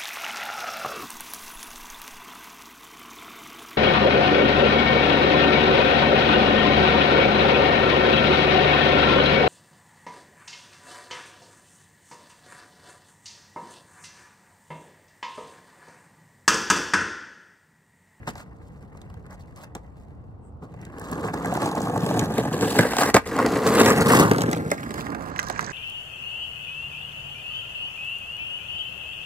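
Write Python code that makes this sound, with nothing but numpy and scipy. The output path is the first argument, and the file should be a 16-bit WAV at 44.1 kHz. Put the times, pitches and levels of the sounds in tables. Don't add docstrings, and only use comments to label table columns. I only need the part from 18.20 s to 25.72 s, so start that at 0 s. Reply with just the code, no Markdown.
import sys
import numpy as np
from scipy import signal
from scipy.fft import rfft, irfft, next_fast_len
from scipy.io import wavfile
from scipy.ndimage import uniform_filter1d

SR = 44100
rng = np.random.default_rng(int(sys.argv[2]) if len(sys.argv) > 2 else 0)


def wrap_up_sound(samples):
    columns = np.atleast_2d(samples).T
    tamed = np.clip(columns, -1, 1)
    steps = np.round(tamed * 32767).astype(np.int16)
    wavfile.write(sys.argv[1], SR, steps)


def undo_db(level):
    steps = np.asarray(level, float) / 20
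    return 10 ** steps


N = 331632


def evened(x):
    return x / np.sqrt(np.mean(x ** 2) + 1e-20)


def read(points, hz):
    f, value = np.transpose(points)
    return np.interp(np.log(hz + 1), np.log(f + 1), value)


def add(mix, s, sound):
    part = mix[round(s * SR):][:len(sound)]
    part += sound[:len(part)]


def coloured(x, points):
    gain = undo_db(read(points, np.fft.rfftfreq(len(x), 1 / SR)))
    return irfft(rfft(x) * gain, len(x))


def ring(hz, width_hz, size=2048):
    t = np.arange(size) / SR
    swell = (1 - np.exp(-.7 * hz * t)) ** 2
    decay = np.exp(-np.pi * width_hz * t)
    return np.sin(2 * np.pi * hz * t) * swell * decay * np.sqrt(width_hz)


def bumps(per_s, spread_db):
    chance, size, sign = rng.random((3, N))
    height = undo_db(spread_db * np.minimum(-np.log(size + 1e-9), 4))
    return (chance < per_s / SR) * np.sign(sign - .5) * height


def wobble(ms):
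    size = max(round(ms * SR / 1000), 2)
    return evened(uniform_filter1d(uniform_filter1d(rng.standard_normal(N), size), size))


# hz, relative_db
TRAFFIC_SPECTRUM = [(20, -33), (35, -47), (60, 3.5), (90, 0), (140, -5), (230, -11), (400, -19.5),
                    (800, -18.5), (1300, -30.5), (2000, -52), (2800, -53), (5000, -61), (9000, -73),
                    (16000, -71)]
# hz, likeness_0_to_1
TRAFFIC_LIKENESS = [(60, 0.81), (180, 0.6), (550, 0.1), (1650, 0), (4970, 0.5), (15000, 0)]
TRAFFIC_DB = -44.5


def traffic():
    frames, hz = N // 512 + 5, np.fft.rfftfreq(2048, 1 / SR)
    a, b, c, d, patches = rng.standard_normal((frames, 1025, 5)).T
    patches = evened(uniform_filter1d(uniform_filter1d(patches, 8, 0), 10, 1))
    same = np.clip(read(TRAFFIC_LIKENESS, hz), -1, 1)[:, None]
    left = a + 1j * b
    right = same * left + np.sqrt(1 - same ** 2) * (c + 1j * d)
    z = np.array([left, right]) * undo_db(read(TRAFFIC_SPECTRUM, hz)[:, None] + 1.2 * patches)
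    return undo_db(TRAFFIC_DB) * evened(signal.istft(z, nperseg=2048, noverlap=1536)[1][:, :N])


EARLY = 0.43


def patch(t, mid_s, length_s, edge_s):
    edge = np.clip((t - mid_s + EARLY * length_s) / edge_s, 0, 1)
    return edge * np.clip(1.2 - 2 * (t - mid_s) / length_s, 0, 1)


# time_s, level_db, harshness_db
ROLL = [(0, -54.5, -9.5), (.3, -57.5, -18), (1.1, -57.5, -14.5), (2.0, -62, -17), (2.4, -62, -24),
        (2.6, -52.5, -14), (2.8, -45, -9.5), (3.0, -34, -13.5), (3.299, -31.5, -12.5), (3.65, -33, -11),
        (3.95, -28, -11), (4.3, -32, -9.5), (4.5, -30, -5.5), (4.658, -28, -4.5), (4.781, -34.5, -1.5),
        (4.9, -22.5, -10.5), (5.08, -39.5, -4.5), (5.2, -25, -8.5), (5.401, -27, -10.5), (5.6, -18, -6.5),
        (5.8, -20.5, -9), (6.021, -15.5, -9.5), (6.1, -24.5, -16), (6.351, -29.5, -17),
        (6.55, -34.5, -13.5), (6.9, -33, -18.5), (7.15, -36.5, -15), (7.52, -37.5, -4.5)]
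# start_s, deep_thrum_db, low_thrum_db, hollow_deck_db, upper_deck_db, truck_rattle_db, axle_ring_db,
# fine_grit_db (all relative), lumpiness (ratio)
GROUND = [(0, 11, 4.5, 2, 2.5, 13, 16.5, -0.5, 1), (2.7, -1, 1, -2.5, 6, 14.5, 6, -1, 1.03),
          (3.6, 2.5, 0.5, -2.5, 2, 12.5, -12, 0, 0.98), (4.42, 1, 1, 1, 0, 8.5, 5, 0.5, 1),
          (4.64, -9, -0.5, -3, 0.5, 6.5, 8, 1.5, 0.71), (5.0, -4, 2.5, 2.5, 4, 6, 7.5, 0, 0.94),
          (5.76, 0.5, 0.5, 1, 4, 2, 7, 2.5, 0.9), (6.07, 2.5, 0.5, 1, 0, 10, 4, 1.5, 1),
          (6.5, -4, -0.5, -6, 1, 12, 7, 0.5, 1), (7.12, -1, -3.5, -6, 3.5, 12.5, 4.5, -18, 0.4)]
# middle_s, length_s, change_db (before LAYER_FOLLOW)
QUICK_STARTS = [(0.088, 0.058, 16), (1.565, 0.049, 15.5), (2.439, 0.062, 14), (2.835, 0.079, 4),
                (2.925, 0.022, 7.5), (3.059, 0.053, 3), (3.138, 0.013, 4), (3.27, 0.028, -0.5),
                (3.347, 0.046, 2.5), (3.368, 0.015, 3.5), (3.44, 0.04, 3), (3.57, 0.037, 2),
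                (3.653, 0.029, 4.5), (3.774, 0.017, 8.5), (3.85, 0.03, -0.5), (3.921, 0.021, -4),
                (4.012, 0.039, 1), (4.181, 0.041, 3.5), (4.438, 0.091, 5), (4.563, 0.026, 4),
                (4.6, 0.054, 6), (4.813, 0.091, 8), (4.95, 0.021, 5), (4.974, 0.052, 13.5),
                (5.18, 0.035, 0), (5.471, 0.037, 4), (5.594, 0.056, 2), (5.686, 0.053, 1.5),
                (5.818, 0.047, 1), (5.93, 0.024, 0), (6.207, 0.021, 5.5), (6.33, 0.13, 2),
                (6.79, 0.032, 3.5)]
# middle_s, length_s, change_db (before LAYER_FOLLOW)
QUICK_ENDS = [(3.114, 0.046, -5.5), (3.194, 0.052, -5), (3.532, 0.072, -2.5), (4.085, 0.056, -2.5),
              (4.305, 0.045, -4), (4.396, 0.034, -1.5), (4.536, 0.015, -3.5), (4.717, 0.021, 2),
              (4.923, 0.039, -15.5), (5.019, 0.11, -12), (5.236, 0.025, -5.5), (5.742, 0.069, -2),
              (5.848, 0.027, -6.5), (5.935, 0.022, 0), (6.086, 0.027, 1), (6.472, 0.011, 0)]
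LAYER_FOLLOW = [0.87, 1.13, 0.97, 1.24, 1.28, 1.3, 0.89, 1.5, 1.34]
GROUND_BLEND_S, START_EDGE_S, END_EDGE_SHARE = 0.058, 0.014, 0.16
FINE_DB = -6.5


def contact(t):
    s, level_db, harsh_db = np.transpose(ROLL)
    level_db, harsh_db = np.interp(t, s, level_db), np.interp(t, s, harsh_db)
    start_s, *ground = np.transpose(GROUND)
    on = np.clip(np.searchsorted(start_s, t) - 1, 0, None)
    blend = max(round(GROUND_BLEND_S * SR), 1)
    ground = uniform_filter1d(np.array(ground)[:, on], blend, axis=1)
    deep_db, thrum_db, hollow_db, upper_db, truck_db, axle_db, fine_db, lumpy = ground
    change_db = sum(db * patch(t, mid, length, START_EDGE_S) for mid, length, db in QUICK_STARTS)
    change_db = change_db + sum(db * patch(-t, -mid, length, END_EDGE_SHARE * length)
                                for mid, length, db in QUICK_ENDS)
    metal_db = harsh_db - 4.0
    parts_db = np.array([deep_db, thrum_db, hollow_db, 0 * t - 3, upper_db - 5.5,
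                         truck_db + metal_db, axle_db + metal_db,
                         harsh_db - 1.5, harsh_db + fine_db + FINE_DB])
    levels = undo_db(level_db + parts_db + np.outer(LAYER_FOLLOW, change_db))
    return levels, np.clip(lumpy, 0, 1.3)


# start_s, length_s, board_db (before layer offsets), grit_db
SCUFFS = [(0.157, 0.082, -44.5, -58.5), (0.42, 0.074, -87, -72), (0.647, 0.011, -90, -69),
          (1.098, 0.06, -45.5, -59), (1.191, 0.039, -90, -66), (1.361, 0.099, -48, -58),
          (1.757, 0.1, -80, -76), (4.807, 0.037, -17, -50), (4.858, 0.067, -53, -43),
          (5.181, 0.031, -23, -40), (0.768, 0.011, -48, -54)]


def scuffs(t):
    levels = np.zeros((9, len(t)))
    for start, length, board_db, grit_db in SCUFFS:
        scrape = np.interp(t, [start, start + 0.0072, start + length - .01, start + length], [0, 1, 1, 0])
        parts_db = np.array([board_db - 4.0, board_db - 4.5, board_db - 12.0, board_db - 10.5,
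                             grit_db, grit_db + FINE_DB])
        levels[3:] += np.outer(undo_db(parts_db), scrape)
    return levels


# pitch_hz, width_hz, relative_db
MODES = [(91.3, 30, -13.5), (122.5, 36.8, -3), (163.7, 61, 2.5), (234, 65.5, -1), (277.9, 82, 1.5),
         (321.8, 93, -5), (460, 109.5, 2.5), (605.7, 93, 0), (740, 98.4, -0.5), (832, 123, 0),
         (1070, 207, 1.5), (1177, 138, -4), (1340, 228, -2), (1608, 143, -4.5), (1701, 156, -3.5),
         (1894, 263, 4.5), (2100, 305, -5.5), (2727, 150, -12)]
# hz, relative_db
GRIT_SPECTRUM = [(1200, -33), (2200, -1.5), (3200, -5.5), (4400, -4), (5500, -6.5), (6800, -6.5),
                 (8500, -8), (12000, -15), (15600, -19.5), (16300, -55)]
FINE_HZ = 8570


def rolling():
    t = np.arange(N) / SR
    levels, lumpy = contact(t)
    levels = levels + scuffs(t)
    clumps = lumpy * wobble(ms=5.9)
    size = next_fast_len(N)
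    wheels = np.array([rfft(bumps(900, 2.36) * undo_db(2.15 * clumps), size) for wheel in range(4)])
    rings = np.zeros((7, 4, 2048))
    for k, (hz, width_hz, db) in enumerate(MODES):
        grip = np.where(np.arange(4) == k % 4, 1, .3)
        layer = np.searchsorted([200, 400, 540, 950, 1400, 1800], hz)
        rings[layer] += undo_db(db) * np.outer(grip, ring(hz, width_hz))
    layers = irfft((rfft(rings, size) * wheels).sum(1), size)[:, :N]
    layers[5:] *= undo_db(1.8 * clumps)
    snaps = signal.lfilter([1], [1, -.978], abs(bumps(600, 1.9)))
    swell_db = 1.7 * clumps + 2.44 * lumpy * wobble(ms=88)
    crackle = (0.71 + snaps) ** lumpy * undo_db(swell_db) * rng.standard_normal(N)
    grit = coloured(crackle, GRIT_SPECTRUM)
    fine = coloured(grit, [(.85 * FINE_HZ, -50), (FINE_HZ, 0)])
    return sum(level * evened(layer) for level, layer in zip(levels, [*layers, grit - fine, fine]))


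def strikes(rows, db_per_octave, blow_ms):
    out, t = np.zeros(N), np.arange(2048) / SR
    noise = rng.standard_normal((len(rows), 2, len(t)))
    hz, width_hz, mode_db = np.transpose(MODES)
    rings = np.array([ring(f, 1.4 * w) for f, w in zip(hz, width_hz)])
    blow = np.exp(-1000 * t / blow_ms) * np.minimum(t / 0.00027, 1)
    for (s, db, centre_hz, crack_db), (push, hiss) in zip(rows, noise):
        body = undo_db(mode_db - db_per_octave * abs(np.log2(hz / centre_hz))) @ rings
        hit = blow * push + 3.2 * np.exp(-t / 0.000064)
        wood = signal.fftconvolve(hit, body)[:len(t)]
        crack = coloured(hiss, GRIT_SPECTRUM) * (blow ** 2.0 + 0.031 * np.exp(-t / 0.0093))
        add(out, s, undo_db(db) * (wood / abs(wood).max() + undo_db(crack_db) * crack / abs(crack).max()))
    return out


# start_s, level_db, centre_hz, crack_db (relative)
KNOCKS = [(.074, -18, 650, -18), (.086, -29, 650, -20), (.155, -27, 740, -5), (.749, -36, 452, -25.5),
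          (.816, -41, 724, 3), (.9, -40, 870, -4), (.941, -39.5, 754, -4), (1.064, -36.5, 900, -7),
          (1.551, -24.5, 743, -2), (2.425, -35.5, 507, -19), (2.49, -42.5, 950, -37),
          (2.54, -34.5, 700, -14), (2.59, -57, 700, -4), (2.651, -47.5, 420, 12.5), (2.783, -30.5, 452, -4),
          (2.98, -29, 641, -20), (3.039, -17, 430, -19), (3.084, -18, 1000, -29), (3.247, -17.5, 745, -16),
          (3.419, -14.5, 806, -5), (3.458, -21.5, 460, 0), (3.658, -22, 810, -29),
          (3.863, -14.5, 460, -6.5), (3.993, -17.5, 395, 6), (4.181, -10, 460, -7), (4.251, -19, 490, -12),
          (4.41, -25, 454, 11), (4.459, -30, 435, -18), (4.552, -23, 460, -22), (4.567, -13, 400, -15),
          (4.59, -12, 1590, -6), (4.646, -13, 457, -21), (4.734, -16, 795, -3), (4.767, -13, 744, 0),
          (4.784, -10.5, 470, -0.5), (4.943, 1, 400, 0), (4.946, -8.5, 100, -30), (4.949, -12, 336, 4),
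          (4.966, 0, 1140, -9), (5.074, -22, 460, -2), (5.165, -20, 462, -1), (5.189, -12, 860, -7),
          (5.262, -11, 540, -4), (5.466, -17.5, 439, 5), (5.525, -20, 470, -10), (5.582, -19, 463, -8),
          (5.66, -7.5, 500, 1), (5.689, -16, 447, -13), (5.971, -9, 410, 1), (6.113, -2, 390, -8.5),
          (6.183, -10.5, 410, -5), (6.218, -11, 600, 0), (6.313, -20.5, 497, 2.5), (6.33, -11.5, 690, -6),
          (6.503, -30, 2100, 3), (6.515, -11.5, 463, 1), (6.707, -19, 392, -9), (6.741, -19.5, 354, -5),
          (6.58, -26.5, 2100, -11), (6.781, -25, 1880, -7), (6.811, -35, 704, -14), (6.867, -24, 2100, -12),
          (6.903, -41.5, 496, 10), (6.948, -18.5, 890, -12), (7.161, -22, 2440, -7), (7.191, -11, 1720, -4),
          (7.229, -25, 1090, 3), (7.285, -48, 600, 5), (7.299, -13.5, 630, -8), (7.361, -24.5, 1480, -17),
          (7.392, -15, 1340, -12), (7.427, -21, 740, -10)]


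def knocks():
    return strikes(KNOCKS, db_per_octave=9, blow_ms=4.74)


# start_s, level_db, pitch_hz
TAPS = [(0.75, -40.5, 1170), (.902, -42, 1340), (1.056, -40, 1340), (1.38, -38, 1180), (3.209, -21.5, 1170),
        (3.246, -18, 1700), (3.325, -13.5, 740), (3.374, -14, 740), (3.46, -14.5, 790), (3.516, -19.5, 930),
        (3.549, -17, 740), (3.571, -15.5, 910), (3.606, -18.5, 900), (3.671, -14.5, 970), (3.697, -18, 834),
        (3.737, -19, 850), (3.761, -15, 940), (3.777, -17, 880), (3.911, -12, 875), (3.968, -16, 765),
        (4.512, -20, 1010), (4.552, -18, 840), (4.59, 0.5, 1630), (4.734, -21, 880), (4.819, -23, 970),
        (5.189, -12, 1340), (5.2, -9, 1050), (4.252, -18.5, 870), (4.948, -4, 1690), (4.968, -6.5, 1340),
        (.076, -37, 1560), (1.55, -35, 1340), (5.581, -6, 1070), (5.706, -6, 1170), (5.935, -2.5, 1160),
        (6.023, -9.5, 1130), (6.516, -9.5, 572), (6.518, -14, 2100), (7.193, -19, 1894), (7.301, -27, 740),
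        (7.393, -13, 1340)]
TAP_CRACK_DB = -15.5


def taps():
    return strikes([(*row, TAP_CRACK_DB) for row in TAPS], db_per_octave=41, blow_ms=3)


# start_s, level_db, pitch_hz
STONES = [(1.1079, -42, 5610), (1.1373, -61, 4460), (1.2077, -45, 4570), (1.3608, -40, 5560),
          (1.4356, -44.5, 5670), (2.6145, -42.5, 5540), (2.796, -32, 8320), (2.9148, -26, 8450),
          (3.1408, -27, 5650), (3.258, -23.5, 6750), (3.3394, -23.5, 7170), (3.3697, -27, 5450),
          (3.5149, -30, 5700), (3.5528, -25, 6140), (3.6037, -29, 6200), (3.6177, -23, 5900),
          (3.6701, -35, 5590), (3.7614, -33, 6620), (3.8057, -25, 4500), (3.895, -36, 6840),
          (4.2494, -39, 2620), (5.4196, -26, 2800), (5.4434, -33, 5000), (5.4804, -22, 2880),
          (5.5852, -11, 3080), (5.6334, -12, 2550), (5.7034, -10, 6480), (5.8092, -15, 6000),
          (5.8601, -18, 2730), (5.8716, -16, 4250), (5.9983, -6.5, 6700), (6.0152, -18, 3230),
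          (6.0264, -22, 3100), (6.1469, -32, 3170), (6.2078, -17, 3840), (6.2614, -26, 2760),
          (6.2906, -29, 2870), (6.3484, -20.5, 2600), (6.3724, -27, 2780), (6.6318, -26, 2500),
          (6.8094, -22, 2530), (6.8538, -35, 2540), (6.8658, -33, 2650), (7.0898, -49, 4570),
          (7.2297, -28, 5600), (7.2674, -28, 4750), (7.2852, -24, 4700), (7.4081, -26, 6440)]
STONE_MS, STONE_DB_PER_OCTAVE = 1.5, 11.5


def stones():
    out, t = np.zeros(N), np.arange(1024) / SR
    hz = np.fft.rfftfreq(len(t), 1 / SR) + 1
    decay = np.exp(-1000 * t / STONE_MS) + .05 * np.exp(-t / .008)
    for (s, db, centre_hz), noise in zip(STONES, rng.standard_normal((len(STONES), len(t)))):
        tone = undo_db(-STONE_DB_PER_OCTAVE * abs(np.log2(hz / centre_hz)))
        snap = irfft(rfft(noise) * tone, len(t)) * np.minimum(t / 0.00036, 1) * decay
        add(out, s, undo_db(db) * snap / abs(snap).max())
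    return out


# middle_s, half_length_s, pitch_hz, width_hz, level_db
CHIRP = (2.265, .035, 8100, 900, -69)


def bird():
    s, half_length_s, hz, width_hz, db = CHIRP
    t = np.arange(N) / SR
    breath = uniform_filter1d(rng.standard_normal((2, N)), max(round(SR / width_hz), 1), axis=1)
    tone = evened(breath * np.sin(2 * np.pi * hz * t))
    return undo_db(db) * tone * np.exp(-((t - s) / half_length_s) ** 2)


# hz, relative_db
LEAF_SPECTRUM = [(1500, -30), (3500, -8), (5000, -1), (6200, 8), (8000, -7), (11000, -18), (16000, -32)]
LEAVES_START_S, LEAVES_PER_S, LEAVES_DB = 7.14, 110, -44.5


def leaves():
    snaps = signal.lfilter([1], [1, -.975], abs(bumps(LEAVES_PER_S, 5.2)))
    sound = evened(coloured((0.089 + snaps) * rng.standard_normal(N), LEAF_SPECTRUM))
    fade_in = np.clip((np.arange(N) / SR - LEAVES_START_S) / 0.043, 0, 1)
    return undo_db(LEAVES_DB) * sound * fade_in


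def surroundings(x):
    t = np.arange(SR // 3) / SR
    echoes = rng.standard_normal((2, len(t))) * (rng.random((2, len(t))) < .05) * (t > .002)
    echoes *= undo_db(-60 * t / 0.11) + undo_db(-18 - 60 * t / 0.21)
    echoes = signal.lfilter(*signal.butter(1, [220., 5200.], "band", fs=SR), echoes)
    return signal.fftconvolve(x[None], echoes / np.linalg.norm(echoes[0]), axes=1)[:, :N]


# time_s, delay_ms, share_0_to_1 (before treble loss)
SHORT_ECHO = [(0, 0.25, 0), (4.301, 0.3, 1), (4.904, 0.18, 0.39), (5.6, 0.28, 0.33), (6.049, 0.65, 0.19),
              (6.4, 0.48, 0.88), (7.0, 0.66, 0.15), (7.52, 0.8, 0.12)]
# time_s, difference_db
BALANCE = [(0, 0), (2.2, 0), (3.2, -0.5), (5.9, 0.8), (6.4, 0.5), (6.7, -4), (7.0, -8.5), (7.52, -9)]
# time_s, delay_ms (before SPACED)
LATE = [(0, -.205), (2.9, -.193), (3.3, -.172), (3.7, -.148), (4.1, -.118), (4.5, -.09), (4.9, -.075),
        (5.3, -.015), (5.68, .1), (5.78, .15), (6.05, .24), (6.2, .3), (6.5, .38), (6.9, .425), (7.52, .44)]
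# hz, share_0_to_1
SPACED = [(100, 0.7), (350, 1), (700, 1), (1200, 0.62), (2100, 1)]
# hz, blur_rad
BLUR = [(500, 0.027), (1600, 0.15), (2500, 0.31), (3800, 0.48), (5500, 0.39), (9000, 0.23), (13000, 0.17)]
TONE_CHANGE_DB = 1


def microphones(x):
    hz, t, z = signal.stft(x, SR, nperseg=256, noverlap=192)
    hz, side = hz[:, None], np.array([1, -1])[:, None, None]
    s, *echo = np.transpose(SHORT_ECHO)
    echo_ms, share = (np.interp(t, s, c) for c in echo)
    z = z * (1 + share * np.exp(-hz / 4000) * np.exp(-2j * np.pi * hz * echo_ms / 1000))
    tones, blur = (evened(uniform_filter1d(uniform_filter1d(c, 8, 0), 4, 1))
                   for c in rng.standard_normal((2, *z.shape)))
    z = z * undo_db(TONE_CHANGE_DB * np.clip(hz / 3000, 0, 1) ** 2 * tones)
    left_db = np.interp(t, *np.transpose(BALANCE))
    narrow = np.clip(read(SPACED, hz), 0, 1)
    spread_ms = 0.012 * evened(uniform_filter1d(rng.standard_normal(len(t)), 9))
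    late_s = (np.interp(t, *np.transpose(LATE)) + spread_ms) / 1000
    moving = np.exp(-1j * side * np.pi * hz * narrow * late_s) * undo_db(side * left_db / 2)
    turn = np.pi * (hz - 7650) / 3700
    rough = np.exp(1j * 0.33 * evened(uniform_filter1d(rng.standard_normal(z.shape), 6, 1)))
    pattern = np.cos(turn) - 1j * side * np.sin(turn) * rough
    z = z * np.where(hz > 7200, pattern, moving) * np.exp(1j * side * read(BLUR, hz) * blur)
    return signal.istft(z, SR, nperseg=256, noverlap=192)[1][:, :N]


def scene():
    board = rolling() + knocks() + taps() + stones() + leaves()
    board = coloured(board, [(20, -32), (55, -19), (88, -6.0), (16000, 0.0)])
    return traffic() + microphones(board) + undo_db(-19.0) * surroundings(board) + bird()


def low_pass(x):
    return signal.sosfilt(signal.butter(12, 16820, fs=SR, output="sos"), x)


def record(dry):
    soft = np.sign(dry) * (.65 + .3 * np.tanh((abs(dry) - .65) / .3))
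    rounded = np.where(abs(dry) < .65, dry, soft)
    return low_pass(rounded)


dry = scene()
out = record(dry)
wrap_up_sound(out)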